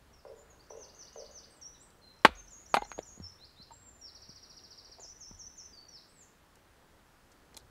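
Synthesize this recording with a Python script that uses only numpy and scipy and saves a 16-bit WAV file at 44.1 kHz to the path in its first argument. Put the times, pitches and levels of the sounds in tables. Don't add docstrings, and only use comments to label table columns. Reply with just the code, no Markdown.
import sys
import numpy as np
from scipy import signal
from scipy.fft import rfft, irfft, next_fast_len
from scipy.io import wavfile
from scipy.ndimage import uniform_filter1d, map_coordinates

SR = 44100
rng = np.random.default_rng(int(sys.argv[2]) if len(sys.argv) > 2 else 0)


def inscribe(sig):
    pcm = np.round(np.clip(np.atleast_2d(sig).T, -1, 1) * 32767)
    wavfile.write(sys.argv[1], SR, pcm.astype(np.int16))


N = 339570

# [f/Hz, relative level/dB per Hz]
HUSH_SPECTRUM = [(65, -46.5), (110, -10), (157, -0.5), (583, -4.5), (717, -6), (830, -5.5), (1690, -8.5),
                 (2260, -14), (4580, -18), (16000, -27)]
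RUMBLE_SPECTRUM = [(12, -35), (20, -5.5), (49, -6.5), (60, -2.5), (92, -8.5), (140, -13), (180, -39.5),
                   (310, -120)]
# [t/s, level/dB]
RUMBLE_COURSE = [(0, -64.5), (1.5, -69), (3.1, -65), (4.5, -68), (5.3, -66.5), (6.2, -70), (7.35, -68),
                 (7.7, -62.5)]
HUSH_DB = -64.5
# [f/Hz, t60/s before the factor slow]
TREES = [(200, .5), (1000, 0.44), (4000, 0.62), (7000, 0.74), (9000, 0.45), (14000, 0.28)]
CANOPY = [(2000, 0.63), (4000, 0.68), (6000, .45), (7500, 0.42), (9000, .55)]
SMEAR_HZ = 600
TOP_HZ = 15750
# [t/s, f/Hz, level/dB before its fading]
WHINE = [(.62, 2680, -85), (.75, 2765, -77), (1.25, 2950, -76), (1.6, 2940, -82), (1.9, 2950, -99)]
# [t/s, peak level/dB]
KNOCKS = [(0.251, -38), (0.705, -37), (1.158, -37.5)]
# [delay/s, level/dB re knock]
KNOCK_RETURNS = [(.013, -4), (.025, -6.5), (.043, -4), (.05, -10.5), (.062, -2), (.08, -10.5), (.1, -17)]
# [f/Hz, relative level/dB, t60/s]
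HOLLOW_MODES = [(442.4, -3.5, 0.056), (536, 2, 0.024), (594, -1.5, 0.032), (788, -3.5, 0.036),
                (990, -3, 0.026), (1410, -12, 0.018), (2030, -19.5, 0.024)]
# [t/s, length/s, start f/Hz, turn f/Hz, end f/Hz,
# share of length before the turn, loudest level/dB before the mix, share before the loudest moment]
GLIDES = [(0.129, 0.033, 6000, 5420, 5400, 0.52, -62, 0.27), (0.19, .02, 5470, 4820, 4240, 0.62, -65, .1),
          (0.272, 0.018, 5800, 4810, 4620, 0.72, -65, .1), (0.356, 0.036, 7350, 6930, 6700, .55, -65, 0.96),
          (.388, 0.029, 6800, 7150, 7100, 0.36, -61.5, .3), (0.496, 0.043, 7000, 6580, 6220, 0.39, -62, .2),
          (.592, .028, 4100, 4700, 4930, .6, -60, .65), (0.697, 0.029, 5480, 6100, 5450, 0.37, -51.5, 0.35),
          (1.497, .048, 8250, 8090, 8700, 0.37, -64, 0.37), (1.558, .02, 8200, 7650, 7300, .55, -63, .8),
          (1.611, 0.033, 6570, 5840, 5420, 0.31, -47.5, 0.54),
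          (1.642, 0.056, 5456, 5880, 6100, 0.53, -47.5, 0.36),
          (1.743, .022, 4050, 3900, 3280, .5, -62.5, .3), (1.798, 0.06, 6970, 8130, 8600, 0.52, -58, 0.27),
          (2.015, 0.15, 4282, 4065, 4050, .3, -57.5, 0.21),
          (2.349, 0.016, 5170, 6300, 6850, 0.42, -55.5, 0.41),
          (2.368, 0.04, 6870, 6300, 6300, 0.62, -47.5, 0.96),
          (3.219, 0.073, 5610, 5175, 5900, 0.6, -48.5, 0.39),
          (3.715, 0.0405, 7680, 7340, 7590, 0.51, -55.5, 0.6),
          (3.756, 0.26, 7600, 7330, 7100, 0.57, -56, .45), (4.011, .092, 5770, 5300, 3800, .6, -48, 0.38),
          (4.995, 0.016, 6040, 7000, 7400, 0.43, -52, 0.83),
          (5.009, 0.058, 7410, 5220, 4990, 0.66, -49, 0.46),
          (5.065, 0.05, 4980, 6050, 6050, 0.74, -48.5, .9), (5.726, 0.21, 4906, 4597, 4450, 0.14, -53, .12),
          (5.882, 0.016, 5580, 5800, 5900, 0.52, -50, .9),
          (5.894, 0.094, 5900, 5190, 3620, 0.67, -51.5, 0.64),
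          (6.082, 0.026, 7220, 7900, 8420, 0.44, -66.5, 0.62),
          (6.103, .14, 8580, 7300, 5920, 0.8, -57.5, 0.86)]
SWELL_DB, FADE_DB = 110, 90
EDGE_DB = 6.5
WAVER_HZ, WAVERS = 70, 55
# [t/s after the start, f/Hz, level/dB re phrase]
HOOK = [(0.005, 5780, 2.5), (0.012, 6684, -17), (0.02, 6900, -24.5), (0.045, 6250, -10),
        (0.068, 5950, -2.5), (0.082, 5030, -8), (0.095, 4240, -8.5)]
RISE = [(0, 3160, -10), (0.01, 4130, -1.5), (0.022, 5150, 12.5)]
SCOOP = [(0, 7580, -10.5), (0.02, 6910, -6), (0.045, 6380, -3.5), (0.07, 6570, -5.5), (0.1, 6710, -8.5),
         (0.13, 7040, -11)]
FLICK = [(0, 5200, -13), (0.007, 5630, -8.5), (0.014, 6160, 5)]
CLIMB = [(0, 3504, -12.5), (0.03, 4000, -5), (0.055, 4140, 2), (0.065, 4810, 1), (0.075, 5700, -3)]
TRILL = [(0, 5410, 3), (0.006, 5800, 3.5), (0.015, 4780, 3), (0.024, 4210, -6.5), (0.038, 3650, -16)]
VEE = [(0, 7230, -15), (0.012, 7000, -16), (0.025, 6325, 1), (0.045, 5440, -0.5), (0.06, 5200, -4.5),
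       (0.085, 5750, -4.5), (0.11, 6114, 0.5)]
TICK = [(0, 6604, -2), (.0045, 4400, -0.5)]
# [shape = syllable, s = start t/s, every = period/s, count = times sung]
SONG = [dict(shape=TICK, s=.638, every=.028, count=2), dict(shape=HOOK, s=.76, every=.1817, count=4),
        dict(shape=RISE, s=.882, every=.1822, count=4), dict(shape=TICK, s=2.136, every=.0265, count=4),
        dict(shape=FLICK, s=2.472, every=.1835, count=4), dict(shape=SCOOP, s=2.501, every=.1843, count=4),
        dict(shape=CLIMB, s=3.385, every=.176, count=2), dict(shape=TRILL, s=4.148, every=.0696, count=12),
        dict(shape=FLICK, s=5.158, every=.181, count=2), dict(shape=VEE, s=5.187, every=.1855, count=3)]
# [level/dB of the first syllable before the mix, change/dB with each repeat]
EFFORT = [(-59.5, 1), (-48.3, 0.9), (-63, .9), (-62, 2), (-50, 1.1), (-51.5, 0.1), (-56.5, 2),
          (-55.3, 0.03), (-52.5, -4), (-50, 0.1)]
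# [t/s, level/dB, push f/Hz, soil ring/dB before a common gain]
THUDS = [(3.176, -43, 203.3, -15), (3.201, -33.5, 172.5, -9.5), (3.6, -46.5, 179, -20.5),
         (4.293, -42.5, 167, -20.5), (5.311, -41, 183, -12)]
# [f/Hz, t60/s]
SOIL = (88.3, 0.2)
# [t/s, level/dB, f/Hz, t60/s]
SHUDDER = [(2.265, -30, 67, 0.18), (2.28, -44, 43.9, 0.78), (2.785, -41, 45, 0.26),
           (2.931, -45, 49.2, 0.28), (5.27, -49, 37, 0.483)]
# [t/s, peak level/dB, centre f/Hz, spread/octaves, length/s]
CRACKLES = [(.321, -61, 3500, .7, .0016), (1.904, -52, 5000, .8, 0.0014), (2.2482, -28.5, 10970, .3, .004),
            (2.743, -31, 8600, 0.21, .004), (2.753, -33, 9510, 0.29, 0.0017),
            (2.758, -41, 9070, .37, 0.0055), (2.769, -41.5, 8500, .3, .0025),
            (2.914, -51, 9000, 0.13, .001), (3.201, -56.5, 4230, .1, 0.0044),
            (3.321, -60, 4000, 0.09, .006), (4.592, -51.5, 2970, .55, .003),
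            (6.555, -47.5, 6580, 0.73, .0056), (7.317, -54.5, 5040, 0.55, 0.011),
            (7.531, -52, 1740, 0.35, .0014), (7.544, -46.5, 4400, 0.62, .005),
            (7.567, -36, 5600, 0.55, 0.0036), (7.573, -30, 8260, 0.46, .002),
            (7.575, -49, 6000, .64, 0.021), (7.598, -60, 4180, .15, .0043), (7.607, -60, 4470, .17, .0064)]
# [f/Hz, relative level/dB per Hz]
SPLIT_SPECTRUM = [(200, -30.5), (800, -1), (2000, 2.5), (4500, -4), (5200, -16.5), (9000, -20.5),
                  (12000, -27), (15500, -42.5)]
# [t/s, level/dB, decay time/s]
TEARS = [(2.2482, -28, .0018), (2.2493, -10.5, 0.0025), (2.2519, -19.5, 0.0087), (2.26, -47, .015),
         (2.742, -24, 0.01), (2.7688, -46, 0.0099), (2.819, -42, 0.0018), (2.85, -53, 0.0027)]
# [f/Hz, relative level/dB, t60/s]
BILLET_MODES = [(828, 0.5, 0.056), (907, 1.5, 0.024), (2090, -17, 0.076), (2850, -22, .035),
                (3240, -30, 0.043)]
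# [t/s, level/dB]
TUMBLE = [(2.7427, -18), (2.7705, -19.5), (2.8208, -33), (2.851, -45.5)]
# [f/Hz, relative level/dB, t60/s before the ring factor]
WOOD_MODES = [(240, -1, 0.067), (409.6, -2, 0.032), (501.8, -4, 0.029), (680, -2, 0.04),
              (784.8, -5.5, 0.032), (900.8, -2.5, 0.069), (1150, -0.5, .035), (1454.5, -1.5, 0.028),
              (1680.3, -5, 0.013), (2020, -4.5, .035), (2166, -7, 0.019), (2432, -10.5, 0.048),
              (2620.4, -15, 0.025), (3410, -10, .03), (3750, -11.5, 0.023), (4170, -13.5, 0.071)]
# [t/s, peak level/dB of the ring, favoured f/Hz, spread/octaves,
# ring factor on t60]
CONTACTS = [(2.2491, -1, 1090, 0.99, 0.38), (2.2524, -1.5, 1150, .7, .45), (2.26, -16, 960, .97, 0.46),
            (2.289, -33.5, 298, 1.3, 0.24), (2.742, -7.5, 890, 0.65, 0.33),
            (2.7682, -15.5, 1115, 1.47, 0.62), (2.821, -30, 590, 0.44, 0.2), (2.833, -48.5, 4300, 0.15, .6),
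            (2.85, -48, 4000, 0.25, .35), (2.9169, -27, 1520, 0.33, 0.11), (2.927, -42, 1630, 0.29, 0.34),
            (2.979, -36.5, 385, 1.04, 0.55), (2.9885, -24.5, 543, 0.29, 0.32),
            (3.707, -45, 948, 0.47, 0.45), (3.715, -46.5, 880, 0.17, .94), (4.895, -50.5, 430, 0.35, 0.68),
            (4.984, -49.5, 680, 0.38, .9), (4.995, -45.5, 540, 0.5, 0.87), (5.018, -51, 593, 0.57, 0.89),
            (5.045, -50, 592, 0.38, 0.72), (5.314, -49.5, 822, 1, 0.29), (6.57, -53.5, 798, 1.1, .3),
            (7.545, -53.5, 4000, .35, 0.53), (7.546, -53, 519, 0.57, 0.66), (7.566, -49, 600, 0.8, 0.5),
            (7.568, -45, 3800, 0.43, 0.37), (7.573, -47, 523, .45, 0.26), (7.5743, -40.5, 3900, 0.49, 0.21)]
HARD_RISE_S, SOFTENS_DB = .0005, .16
CRACK_DB, CRACK_S = -17.5, .004
SCATTER = 0.013


def amp(db):
    return 10 ** (np.asarray(db) / 20)


def unit(x):
    return x / np.sqrt(np.mean(x ** 2) + 1e-20)


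def along(points, hz):
    f, v = np.transpose(points)
    return np.interp(np.log(hz + 1), np.log(f + 1), v)


def add(track, s, sound):
    part = track[round(s * SR):][:len(sound)]
    part += sound[:len(part)]


def filtered(x, response):
    m = next_fast_len(len(x) + SR // 2)
    return irfft(rfft(x, m) * response(np.fft.rfftfreq(m, 1 / SR)), m)[:len(x)]


def band(hz, centre_hz, octaves):
    return np.exp(-.5 * (np.log2((hz + 1) / centre_hz) / octaves) ** 2)


def ring(t, hz, t60, attack, phase=0):
    return np.sin(2 * np.pi * hz * t + phase) * amp(-60 * t / t60) * (1 - np.exp(-t / attack))


def any_phase():
    return rng.uniform(0, 2 * np.pi)


def slow_noise(positions, knots):
    return map_coordinates(rng.standard_normal(knots), [positions])


def haze(x, decay, slow, gap):
    out, hop = np.zeros(N + 2 * SR), SR // 4
    window = signal.get_window("hann", 2 * hop)
    padded = np.pad(x, (hop, 2 * hop))
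    for start in range(0, N + hop, hop):
        hz, t, z = signal.stft(rng.standard_normal(3 * hop), SR, nperseg=256)
        t60 = slow * along(decay, hz)[:, None]
        tail = signal.istft(z * amp(-60 * t / t60), SR, nperseg=256)[1]
        piece = padded[start:start + 2 * hop] * window
        add(out, start / SR + gap, signal.fftconvolve(piece, tail / np.linalg.norm(tail)))
    return out[hop:hop + N]


def air():
    t = np.arange(N) / SR
    z = signal.stft(rng.standard_normal(N + 512), nperseg=512)[2]
    patches = uniform_filter1d(rng.standard_normal(z.shape), size=8, axis=0)
    patches = uniform_filter1d(patches, size=16, axis=1)
    noise = signal.istft(z * amp(.8 * unit(patches)), nperseg=512)[1][:N]
    hush = unit(filtered(noise, lambda f: amp(along(HUSH_SPECTRUM, f))))
    rumble = unit(filtered(rng.standard_normal(N), lambda f: amp(along(RUMBLE_SPECTRUM, f))))
    hush_db = HUSH_DB + 0.39 * slow_noise(t * 1.5, 60)
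    rumble_db = np.interp(t, *np.transpose(RUMBLE_COURSE)) + .51 * slow_noise(t * 6, 60)
    return amp(hush_db) * hush + amp(rumble_db) * rumble


def whistle(rows, waver_hz=WAVER_HZ):
    s, hz, db = np.transpose(rows)
    t = np.arange(s[0], s[-1], 1 / SR)
    waver = waver_hz * slow_noise((t - s[0]) * WAVERS, 200)
    steady = uniform_filter1d(np.interp(t, s, hz), size=90, mode="nearest")
    pitch = steady + waver * np.clip((t - s[0]) / .06, 0, 1)
    fade = np.clip(np.minimum(t - s[0], s[-1] - t) / 0.0034, 0, 1)
    return np.sqrt(2) * amp(np.interp(t, s, db)) * fade * np.sin(2 * np.pi * np.cumsum(pitch) / SR)


def whine():
    out, tone = np.zeros(N), whistle(WHINE, waver_hz=12)
    fading = slow_noise(np.arange(len(tone)) / SR * 150, 400)
    add(out, WHINE[0][0], tone * (0.52 + 0.76 * fading))
    return out


def far_knocks():
    direct, returns, t = np.zeros(N), np.zeros(N), np.arange(SR // 10) / SR
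    for s, db in KNOCKS:
        knock = sum(amp(level) * ring(t, hz, t60, 0.00086, any_phase()) for hz, level, t60 in HOLLOW_MODES)
        add(direct, s, amp(db) * knock / abs(knock).max())
        for delay, echo_db in KNOCK_RETURNS:
            dull = sum(amp(level + rng.normal(0, 2.4)) * ring(t, hz, t60, 0.0072, any_phase())
                       for hz, level, t60 in HOLLOW_MODES[:3])
            add(returns, s + delay, amp(db + echo_db) * dull / abs(dull).max())
    tail = haze(amp(1) * direct + amp(-8.5) * returns, TREES, slow=2.3, gap=0.013)
    high_pass = signal.butter(4, 380 / (SR / 2), "high", output="sos")
    return signal.sosfilt(high_pass, direct + returns + tail)


def glide(length, start_hz, turn_hz, end_hz, turn, db, loudest):
    u = np.unique(np.clip([0, turn, loudest, 1], 0, 1))
    start_db = db - EDGE_DB - SWELL_DB * loudest * length
    end_db = db - EDGE_DB - FADE_DB * (1 - loudest) * length
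    pitch = np.interp(u, [0, turn, 1], [start_hz, turn_hz, end_hz])
    level = np.interp(u, [0, loudest, 1], [start_db, db, end_db])
    return np.transpose([u * length, pitch, level])


def phrase(db, swell_db, shape, s, every, count):
    out = np.zeros(N)
    for k in range(count):
        sung = np.multiply(shape, [1, rng.normal(1, 0.004), 1])
        sung = sung + np.outer(rng.normal(0, 1.07, len(shape)), [0, 0, 1])
        add(out, s + k * every + shape[0][0], amp(db + k * swell_db) * whistle(sung))
    return out


def songbird():
    out = sum(phrase(db, swell_db, **part) for part, (db, swell_db) in zip(SONG, EFFORT))
    for s, *note in GLIDES:
        add(out, s, whistle(glide(*note)))
    branches = haze(out, CANOPY, slow=0.17, gap=0.0015)
    trunks = haze(out, CANOPY, slow=1.0, gap=0.0092)
    return amp(-1.5) * out + amp(-4.5) * branches + amp(-2) * trunks


def ground():
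    out, t = np.zeros(N), np.arange(SR // 2) / SR
    for s, db, hz, ring_db in THUDS:
        push = ring(t, hz, 0.028, 0.00049, np.pi / 2)
        soil = amp(ring_db + 14.0) * ring(t, SOIL[0], SOIL[1], 0.064)
        add(out, s, amp(db) * (1.24 * push + soil))
    for s, db, hz, t60 in SHUDDER:
        add(out, s, amp(db) * ring(t, hz, t60, .03))
    return out


def crackles():
    out, t = np.zeros(N), np.arange(SR // 20) / SR
    for s, db, hz, spread, length in CRACKLES:
        spikes = rng.standard_normal(len(t)) * amp(6.3 * rng.standard_normal(len(t)))
        envelope = np.exp(-(t / length) ** 2) * (1 - np.exp(-t / 0.0003207))
        clicks = filtered(spikes, lambda f: band(f, hz, spread)) * envelope
        add(out, s, amp(db) * clicks / abs(clicks).max())
    return out


def crack(t, length):
    noise = unit(filtered(rng.standard_normal(len(t)), lambda f: amp(along(SPLIT_SPECTRUM, f))))
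    return noise * np.exp(-t / length) * (1 - np.exp(-t / 0.00019))


def tearing():
    out, t = np.zeros(N), np.arange(SR // 4) / SR
    for s, db, length in TEARS:
        add(out, s, amp(db) * crack(t, length))
    return out


def billet():
    out, t = np.zeros(N), np.arange(SR // 5) / SR
    for s, db in TUMBLE:
        tone = sum(amp(level) * ring(t, hz, t60, 0.00048, any_phase()) for hz, level, t60 in BILLET_MODES)
        add(out, s, amp(db) * tone)
    return out


def wood():
    out, t = np.zeros(N), np.arange(SR // 4) / SR
    for s, db, hz, spread, lasting in CONTACTS:
        rise = HARD_RISE_S * amp(-SOFTENS_DB * db)
        tone = np.zeros(len(t))
        for f, level, t60 in WOOD_MODES:
            mode = ring(t, f * rng.normal(1, SCATTER), t60 * lasting, rise, any_phase())
            tone += amp(level) * band(f, hz, spread) * mode
        snap = amp(CRACK_DB) * crack(t, CRACK_S)
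        add(out, s, amp(db) * (tone / abs(tone).max() + snap))
    return signal.sosfilt(signal.butter(5, 150 / (SR / 2), "high", output="sos"), out)


def scene():
    near = wood() + billet() + tearing() + crackles()
    blur = unit(filtered(rng.standard_normal(N), lambda f: 1 / (1 + (f / SMEAR_HZ) ** 2)))
    trees = haze(near * blur, TREES, slow=0.82, gap=0.018)
    trees = filtered(trees, lambda f: band(f, 2100, 1.7))
    near = near + amp(-17.5) * haze(near, TREES, slow=0.11, gap=0.0056) + amp(-28) * trees
    return (air() + whine() + far_knocks() + songbird() + ground() + near)[None]


def record(dry):
    flat = dry[0] / (1 + abs(dry[0]) ** 8) ** (1 / 8)
    return filtered(flat, lambda hz: hz < TOP_HZ)[None]


dry = scene()
out = record(dry)
inscribe(out)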